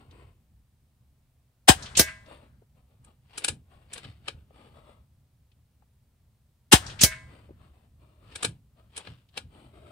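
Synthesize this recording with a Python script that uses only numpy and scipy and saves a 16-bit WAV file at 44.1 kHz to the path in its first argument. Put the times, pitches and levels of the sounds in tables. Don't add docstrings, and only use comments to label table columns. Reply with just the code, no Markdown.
import sys
import numpy as np
from scipy.fft import rfft, irfft, next_fast_len
from scipy.io import wavfile
from scipy.ndimage import map_coordinates

SR = 44100
rng = np.random.default_rng(int(sys.argv[2]) if len(sys.argv) > 2 else 0)


def unload_wav(signal):
    wavfile.write(
        sys.argv[1],
        SR,
        np.round(np.clip(np.atleast_2d(signal).T, -1, 1) * 32767).astype(np.int16),
    )


N = 437031
HIT = np.arange(SR) / SR - .15

# t/s, air level/dB, barrel level/dB, thump delay/s, thump level/dB
SHOTS = [(1.690, -8.5, -4.5, 0.0035, -3.5), (6.73, -5.5, -9.5, .0045, -2)]
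# f/Hz, relative level/dB per Hz
AIR_SPECTRUM = [(100, -25), (400, -4), (550, -2), (1100, -3.5), (1700, -2), (2150, -5.5), (3000, 0.5),
                (4500, -4), (7000, -6.5), (9200, -2.5), (10200, -12.5), (15500, -20)]
# f/Hz, width/Hz, relative level/dB
BARREL_MODES = [(752, 52, 5.5), (868, 19, -2), (1575, 26, 3), (1720, 45, 1), (2480, 22, -2.5),
                (3120, 72, -3), (3160, 60, -7), (3811, 94, -5.5), (4940, 30, -1), (8125, 40, -3.5),
                (8100, 590, -4)]


def shots():
    out = np.zeros((2, N))
    air_ripple = ripple(depth_db=4.5, spacing_hz=44.56)
    air_colour = lambda hz: shape(AIR_SPECTRUM)(hz) * air_ripple(hz)
    for s, air_db, ring_db, delay_s, thump_db in SHOTS:
        air_swell = swell(rise=.017, t60=.097, tail_db=-25, tail_t60=.23)
        add(out, s, amp(air_db + 1) * noise(air_colour, leftward=.8) * air_swell)
        ring_swell = swell(rise=.012, t60=.085, tail_db=-31.5, tail_t60=.25)
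        add(out, s, amp(ring_db + 1) * noise(resonances(BARREL_MODES), leftward=2.5) * ring_swell)
        push = thump(start_hz=437, end_hz=56.5, glide=.0051, attack=.00067, t60=.069)
        knock = thump(start_hz=410, end_hz=258.2, glide=.0036, attack=.001, t60=.043)
        add(out, s + delay_s, amp(thump_db) * ports(push + amp(-8) * knock, lead=.00038))
    return out


# snap t/s, snap level/dB, smack delay/s, smack level/dB, board knock level/dB,
# thump level/dB, thump start f/Hz, ring level/dB
STRIKES = [(1.9745, -15.5, .0205, -11.5, 2.5, -15.5, 380, -27), (7.015, -15, .0203, -11, -3, -11, 240, -29)]
# f/Hz, relative level/dB per Hz
SNAP_SPECTRUM = [(200, -10.5), (1000, -18.5), (2000, -14), (3000, -4.5), (4300, -5.5), (6500, 0.5),
                 (9300, -2.5), (10800, -19), (15000, -22.5)]
# f/Hz, relative level/dB per Hz
SMACK_SPECTRUM = [(100, -12), (300, 0.5), (550, -3), (900, -7.5), (1800, -7.5), (3500, -2), (5500, 2.5),
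                  (8000, -4), (11000, -0.5), (12000, -11.5), (13600, -0.5), (15000, -4.5), (16000, -21)]
# f/Hz, relative level/dB, t60/s
STAND_MODES = [(640, -15, 0.5), (1030, -19, 0.75), (1502, -10.5, 0.28), (1614, -5, 0.44), (1795, -11, 0.45),
               (2010, -10, 0.55), (2210, -2, 0.4), (2540, -15, 0.36), (2650, -15, 0.4), (2996, -6.5, .16),
               (3441, -16.5, 0.27), (3904, -17.5, .3), (4231, -13.5, .22), (5889, -6, 0.099)]


def target():
    out = np.zeros((2, N))
    t = np.maximum(HIT, 0)
    smack_ripple = ripple(depth_db=7, spacing_hz=35)
    snap = shape(SNAP_SPECTRUM)
    for s, snap_db, delay_s, smack_db, knock_db, thump_db, thump_hz, ring_db in STRIKES:
        hollow = shape([(800, knock_db), (1500, 0)])
        smack = lambda hz: shape(SMACK_SPECTRUM)(hz) * smack_ripple(hz) * hollow(hz)
        add(out, s, amp(snap_db + .5) * noise(snap, leftward=-.24) * swell(rise=.009, t60=.16))
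        smack_swell = swell(rise=.0042, t60=.074, tail_db=-3, tail_t60=.11)
        add(out, s + delay_s, amp(smack_db) * noise(smack, leftward=.1) * smack_swell)
        add(out, s, amp(snap_db - .5) * noise(snap, leftward=0) * swell(rise=.0005, t60=.0045))
        smack_crack = noise(smack, leftward=0) * swell(rise=.0005, t60=.008)
        add(out, s + delay_s - .0037, amp(smack_db - .5) * smack_crack)
        push = thump(start_hz=thump_hz, end_hz=64.4, glide=.005, attack=.001, t60=.08)
        add(out, s + delay_s + .00046, amp(thump_db) * push)
        ring = 0
        for hz, db, t60 in STAND_MODES:
            phase = rng.normal(0, 1.0, (2, 1)) + .55 * wobble(45)
            mode_db = db + rng.normal(0, 2.0, (2, 1)) - 60 * t / t60
            ring = ring + amp(mode_db) * np.sin(2 * np.pi * hz * t + phase)
        add(out, s + delay_s, amp(ring_db) * ring * (1 - np.exp(-t / .003)))
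    return out


# reload stage, t/s, relative level/dB, then tint of knock, treble, fizz/dB (relative)
CLICKS = [("grip", 3.046, -48.5, -14, 0, -22), ("open", 3.3789, -22.5, -19, -8.5, -30),
          ("draw", 3.4448, -14, -22, -9.5, -33), ("cock", 3.483, -14.5, -18, -10.5, -38),
          ("push", 3.934, -27, -23, -6, -31), ("feed", 3.978, -32.5, -13.5, -14, -33),
          ("seat", 4.0455, -40, -25, -33, -45), ("lock", 4.2814, -21.5, -12.5, -22, -44.5),
          ("open", 8.3569, -26, -19, -10.5, -37), ("draw", 8.429, -18, -12.5, -7.5, -36),
          ("cock", 8.4473, -13.5, -14.5, -14, -35), ("push", 8.9658, -30.5, -25, -10.5, -33),
          ("feed", 8.976, -27, -15, -8, -38.5), ("seat", 9.0711, -35, -11.5, -47, -42),
          ("lock", 9.3748, -21.5, -13.5, -20, -36)]
# f/Hz, relative level/dB per Hz
ACTION_SPECTRUM = [(150, -7), (400, 0.5), (1200, -5), (3000, -2), (4500, -3), (6800, -10), (8500, 0.5),
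                   (10200, -3.5), (11500, -15), (15500, -26)]
# f/Hz, width/Hz, relative level/dB
RECEIVER_MODES = [(820, 110, -3.5), (1587, 58, -0.5), (2410, 79, -2.5), (3136, 74, -2.5), (5330, 240, -2.5),
                  (7755, 760, -0.5), (9520, 410, 9)]
# stage, t after contact/s, level/dB, 60 dB rise/s, t60/s
SLIDES = [("open", -.02, -52, .24, .37), ("draw", -.015, -46.5, .2, .28), ("push", -.005, -52.5, .14, .28),
          ("push", .026, -45.5, .05, .19), ("seat", .005, -52, .4, .38), ("lock", -.008, -51, .11, .22)]
# f/Hz, relative level/dB per Hz
SCRAPE_SPECTRUM = [(150, -4), (450, 1), (1000, -2.5), (1500, -4.5), (3000, 0), (4500, -6.5), (6500, -23),
                   (8700, -13.5), (11000, -31.5), (15500, -35.5)]


def lever():
    out = np.zeros((2, N))
    click_ripple = ripple(depth_db=7.5, spacing_hz=70.16)
    for _, s, db, knock_db, treble_db, fizz_db in CLICKS:
        tint = shape([(900, knock_db + 11), (2000, 0), (4500, 0), (8000, treble_db + 6.5),
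                      (10200, treble_db - 3.5), (12000, fizz_db + 25.5)])
        body = lambda hz: 1 + 1.95 * resonances(RECEIVER_MODES)(hz)
        colour = lambda hz: shape(ACTION_SPECTRUM)(hz) * tint(hz) * click_ripple(hz) * body(hz)
        click_swell = swell(rise=.0092, t60=.0314, tail_db=-11.5, tail_t60=.13)
        add(out, s + .002, amp(db - 6.5) * noise(colour, leftward=1.0) * click_swell)
    for stage, delay_s, db, rise_s, t60 in SLIDES:
        for s in contacts(stage):
            grit = amp(2.65 * wobble(350) + 1.2 * wobble(70))
            scrape_ripple = ripple(depth_db=3.5, spacing_hz=149.3)
            scrape = noise(lambda hz: shape(SCRAPE_SPECTRUM)(hz) * scrape_ripple(hz), leftward=.9)
            fade = amp(-60 * np.abs(HIT) / np.where(HIT < 0, rise_s, t60))
            add(out, s + delay_s, amp(db) * grit * scrape * fade)
    return out


def contacts(stage):
    return [s for name, s, *_ in CLICKS if name == stage]


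# t/s, level/dB, f/Hz
TAPS = [(.112, -57, 3400), (2.262, -58, 3800), (2.313, -44.5, 750), (2.622, -58.5, 442), (4.508, -57, 487),
        (5.518, -67, 3200), (5.823, -62, 803), (7.491, -48, 420), (7.509, -48, 350), (9.29, -63, 3214)]
# stage, t after contact/s, level/dB, f/Hz
BUMPS = [("cock", .028, -37, 108), ("seat", .018, -42, 98), ("lock", .07, -43.5, 74)]
RECOIL_DELAY_S, RECOIL_DB, RECOIL_HZ = .075, -40, 86


def handling():
    out = np.zeros((2, N))
    for s, db, hz in TAPS:
        add(out, s, amp(db) * noise(band(hz, width=.67)) * swell(rise=.0051, t60=.055))
    bumps = [(s + delay_s, db, hz) for stage, delay_s, db, hz in BUMPS for s in contacts(stage)]
    bumps += [(s + RECOIL_DELAY_S, RECOIL_DB, RECOIL_HZ) for s, *_ in SHOTS]
    for s, db, hz in bumps:
        add(out, s, amp(db) * noise(band(hz, width=.84)) * swell(rise=.04, t60=.3))
    return out


# start t/s, length/s, relative level/dB
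SLEEVES = [(0.0, .02, -60), (.13, .12, -63.5), (2.29, .06, -57.5), (2.4, .03, -66), (2.78, .02, -76),
           (2.91, .02, -76), (3.072, .01, -66), (3.72, .1, -68), (4.14, .26, -74), (4.56, .12, -61),
           (4.77, .14, -61), (7.29, .14, -63.5), (7.61, .04, -64.5), (7.74, .1, -73), (8.03, .2, -70.5),
           (8.26, .06, -66), (8.78, .03, -71), (9.54, .12, -60.5), (9.76, .15, -59)]
# f/Hz, relative level/dB per Hz
RUSTLE_BANDS = [(120, -18), (220, 0.5), (420, 0), (630, 1), (900, -6.5), (1250, -5), (1700, -15),
                (2700, -11), (4400, -18), (6300, -40), (8500, -18.5), (11000, -36.5), (15500, -42)]
SLEEVE_RISE_DB_PER_S, SLEEVE_FALL_DB_PER_S = 300, 165


def jacket():
    out = np.zeros((2, N))
    for s, length_s, db in SLEEVES:
        rise_db = SLEEVE_RISE_DB_PER_S * np.minimum(HIT, 0)
        fall_db = SLEEVE_FALL_DB_PER_S * np.maximum(HIT - length_s, 0)
        rustle_ripple = ripple(depth_db=4.5, spacing_hz=122)
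        creases_db = 2.06 * wobble(25) + 1.32 * wobble(200)
        rustle = noise(lambda hz: shape(RUSTLE_BANDS)(hz) * rustle_ripple(hz), leftward=1.0)
        add(out, s, amp(db + 4.0 + rise_db - fall_db + creases_db) * rustle)
    return out


# delay/s, level/dB, centre f/Hz, rise/s, t60/s
ECHOES_AND_WHIZZ = [(.136, -38.5, 4800, .005, .13), (.172, -41.5, 3300, .016, .16),
                    (.264, -33.5, 3120, .006, .25)]
RATTLE_DELAY_S, RATTLE_DB, RATTLE_HZ = .089, -37.5, 1850


def echoes_whizz_and_rattle():
    out = np.zeros((2, N))
    dull = shape([(9500, 0), (11000, -16)])
    for s, *_ in SHOTS:
        for delay_s, db, hz, rise_s, t60 in ECHOES_AND_WHIZZ:
            rush = noise(lambda f: band(hz, width=.8)(f) * dull(f), leftward=.47)
            add(out, s + delay_s, amp(db) * rush * swell(rise=rise_s, t60=t60))
    for s, _, delay_s, *_ in STRIKES:
        rattle = noise(band(RATTLE_HZ, width=.6), leftward=.47)
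        add(out, s + delay_s + RATTLE_DELAY_S, amp(RATTLE_DB) * rattle * swell(rise=.033, t60=.2))
    return out


# f/Hz, relative level/dB per Hz
RANGE_BODY = [(100, 0), (300, -3.5), (900, -3), (1650, -0.5), (2400, -10), (4000, -15), (6500, -28.5),
              (15500, -50)]
# f/Hz, relative level/dB per Hz
RANGE_TREBLE = [(1500, -19.5), (3200, -1.5), (4500, -3.5), (6500, -7), (9000, -3), (10500, -23),
                (15500, -32)]


def open_range():
    out = np.zeros((2, N))
    treble = shape(RANGE_TREBLE)
    for s, *_ in SHOTS:
        body_gain = amp(-46 + 1.3 * wobble(60))
        add(out, s + .098, body_gain * noise(shape(RANGE_BODY), leftward=1.2) * swell(rise=.05, t60=1.41))
        treble_gain = amp(-51 + 1.8 * wobble(80))
        add(out, s + .069, treble_gain * noise(treble, leftward=.7) * swell(rise=.05, t60=1.0))
    for s, *_ in STRIKES:
        add(out, s + .09, amp(-48.5) * noise(treble, leftward=.4) * swell(rise=.05, t60=.42))
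    return out


# f/Hz, relative level/dB per Hz
RUMBLE_SPECTRUM = [(15, -21.5), (30, -16), (50, -6), (70, 0.5), (100, -5), (130, -3.5), (165, -15),
                   (230, -16), (320, -30.5), (600, -40), (1500, -80.5)]
# f/Hz, relative level/dB per Hz
STILL_AIR_SPECTRUM = [(100, 2.5), (700, 1), (1500, -5), (4000, -7), (6500, -10), (9000, -7), (11000, -10.5),
                      (15500, -7.5)]
REST_DB = -64.7
ROLL_DB, ROLL_DELAY_S, ROLL_RISE_S, ROLL_T60_S = -38.5, .13, .1, 3.4
SHIFT_DB, SHIFT_DB_PER_STROKE_DB, SHIFT_FADE_DB_PER_S, FIRM_STROKE_DB = -56.5, .36, 30, -60


def surroundings():
    levels_db = []
    for s, air_db, *_ in SHOTS:
        roll_db = held(s + ROLL_DELAY_S, 0, 60 / ROLL_RISE_S, 60 / ROLL_T60_S)
        levels_db.append(air_db + ROLL_DB + roll_db)
    for s, length_s, db in SLEEVES:
        shift_db = SHIFT_DB + SHIFT_DB_PER_STROKE_DB * (db - FIRM_STROKE_DB)
        levels_db.append(shift_db + held(s, length_s, SHIFT_FADE_DB_PER_S, SHIFT_FADE_DB_PER_S))
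    strength = np.hypot(amp(REST_DB), amp(np.max(levels_db, axis=0)))
    waver = amp(1.8 * wobble(12, size=N))
    rumble = strength * waver * ports(noise(shape(RUMBLE_SPECTRUM), size=N, leftward=0), lead=-.00025)
    return rumble + amp(-76) * noise(shape(STILL_AIR_SPECTRUM), size=N, leftward=0)


def held(start, length, rise_db_per_s, fall_db_per_s):
    t = np.arange(N) / SR - start
    return rise_db_per_s * np.minimum(t, 0) - fall_db_per_s * np.maximum(t - length, 0)


# f/Hz, level/dB
LEFTWARD = [(150, -.5), (350, 1.5), (650, 7), (1100, 8.5), (2000, 5), (4000, 3.5), (8000, 1.5)]
# f/Hz, correlation [-]
ALIKE = [(50, 1), (150, 0.97), (450, 1), (1000, .6), (2000, .35), (8000, .25)]


def noise(colour, size=SR, leftward=1.0):
    m = next_fast_len(size)
    hz = np.fft.rfftfreq(m, 1 / SR)
    common, apart = np.exp(2j * np.pi * rng.random((2, len(hz)))) * colour(hz)
    turn = np.arccos(np.clip(along(ALIKE, hz), -1, 1)) / 2
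    pair = np.cos(turn) * common + np.sin(turn) * np.array([apart, -apart])
    lead_rad = along([(170, .05), (1000, 1.5), (8000, .7)], hz)
    side = (amp(along(LEFTWARD, hz) / 2) * np.exp(.5j * lead_rad)) ** leftward
    return unit(irfft(pair * np.array([side, 1 / side]), m)[:, :size])


def ports(sound, lead):
    m = next_fast_len(sound.shape[-1])
    turn = np.exp(1j * np.pi * lead * np.fft.rfftfreq(m, 1 / SR))
    return irfft(rfft(sound, m) * np.array([turn, 1 / turn]), m)[:, :sound.shape[-1]]


def thump(start_hz, end_hz, glide, attack, t60):
    t = np.maximum(HIT, 0)
    cycles = end_hz * t + (start_hz - end_hz) * glide * (1 - np.exp(-t / glide))
    return -np.sin(2 * np.pi * cycles) * (1 - np.exp(-t / attack)) * amp(-60 * t / t60)


def swell(rise, t60, tail_db=-120, tail_t60=.3):
    fall = amp(-60 * np.abs(HIT) / t60) + amp(tail_db - 60 * np.abs(HIT) / tail_t60)
    return np.where(HIT < 0, np.clip(1 + HIT / rise, 0, 1) ** 2, fall)


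def resonances(modes):
    def gain(f):
        powers = (np.abs(amp(db) * f * w / (c * c - f * f + 1j * f * w)) ** 2 for c, w, db in modes)
        return np.sqrt(sum(powers))
    return gain


def band(hz, width):
    return lambda f: resonances([(hz, width * hz, 0)])(f) ** 2


def ripple(depth_db, spacing_hz):
    knots = rng.standard_normal(4096)

    def gain(hz):
        curve = map_coordinates(knots, [hz / spacing_hz], mode="wrap")
        return amp(depth_db * np.tanh(curve))
    return gain


def wobble(rate, size=SR):
    knots = rng.standard_normal(int(size * rate / SR) + 4)
    return map_coordinates(knots, [np.arange(size) * rate / SR])


def shape(points):
    return lambda hz: amp(along(points, hz))


def along(points, hz):
    f, v = np.transpose(points)
    return np.interp(np.log(hz + 1), np.log(f + 1), v)


def amp(db):
    return 10 ** (np.asarray(db) / 20)


def unit(x):
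    return x / np.sqrt(np.mean(x ** 2) + 1e-20)


def add(track, s, sound):
    start = round((s + HIT[0]) * SR)
    sound = sound[..., max(-start, 0):]
    part = track[:, max(start, 0):][:, :sound.shape[-1]]
    part += sound[..., :part.shape[1]]


def scene():
    rifle = shots() + lever() + handling()
    downrange = target() + echoes_whizz_and_rattle() + open_range()
    return rifle + downrange + jacket() + surroundings()


TOP_HZ = 15700


def record(dry):
    m = next_fast_len(N + SR // 2)
    clipped = np.clip(dry, -.95, .95)
    passband = 1 / np.sqrt(1 + (np.fft.rfftfreq(m, 1 / SR) / TOP_HZ) ** 200)
    return irfft(rfft(clipped, m) * passband, m)[:, :N]


dry = scene()
out = record(dry)
unload_wav(out)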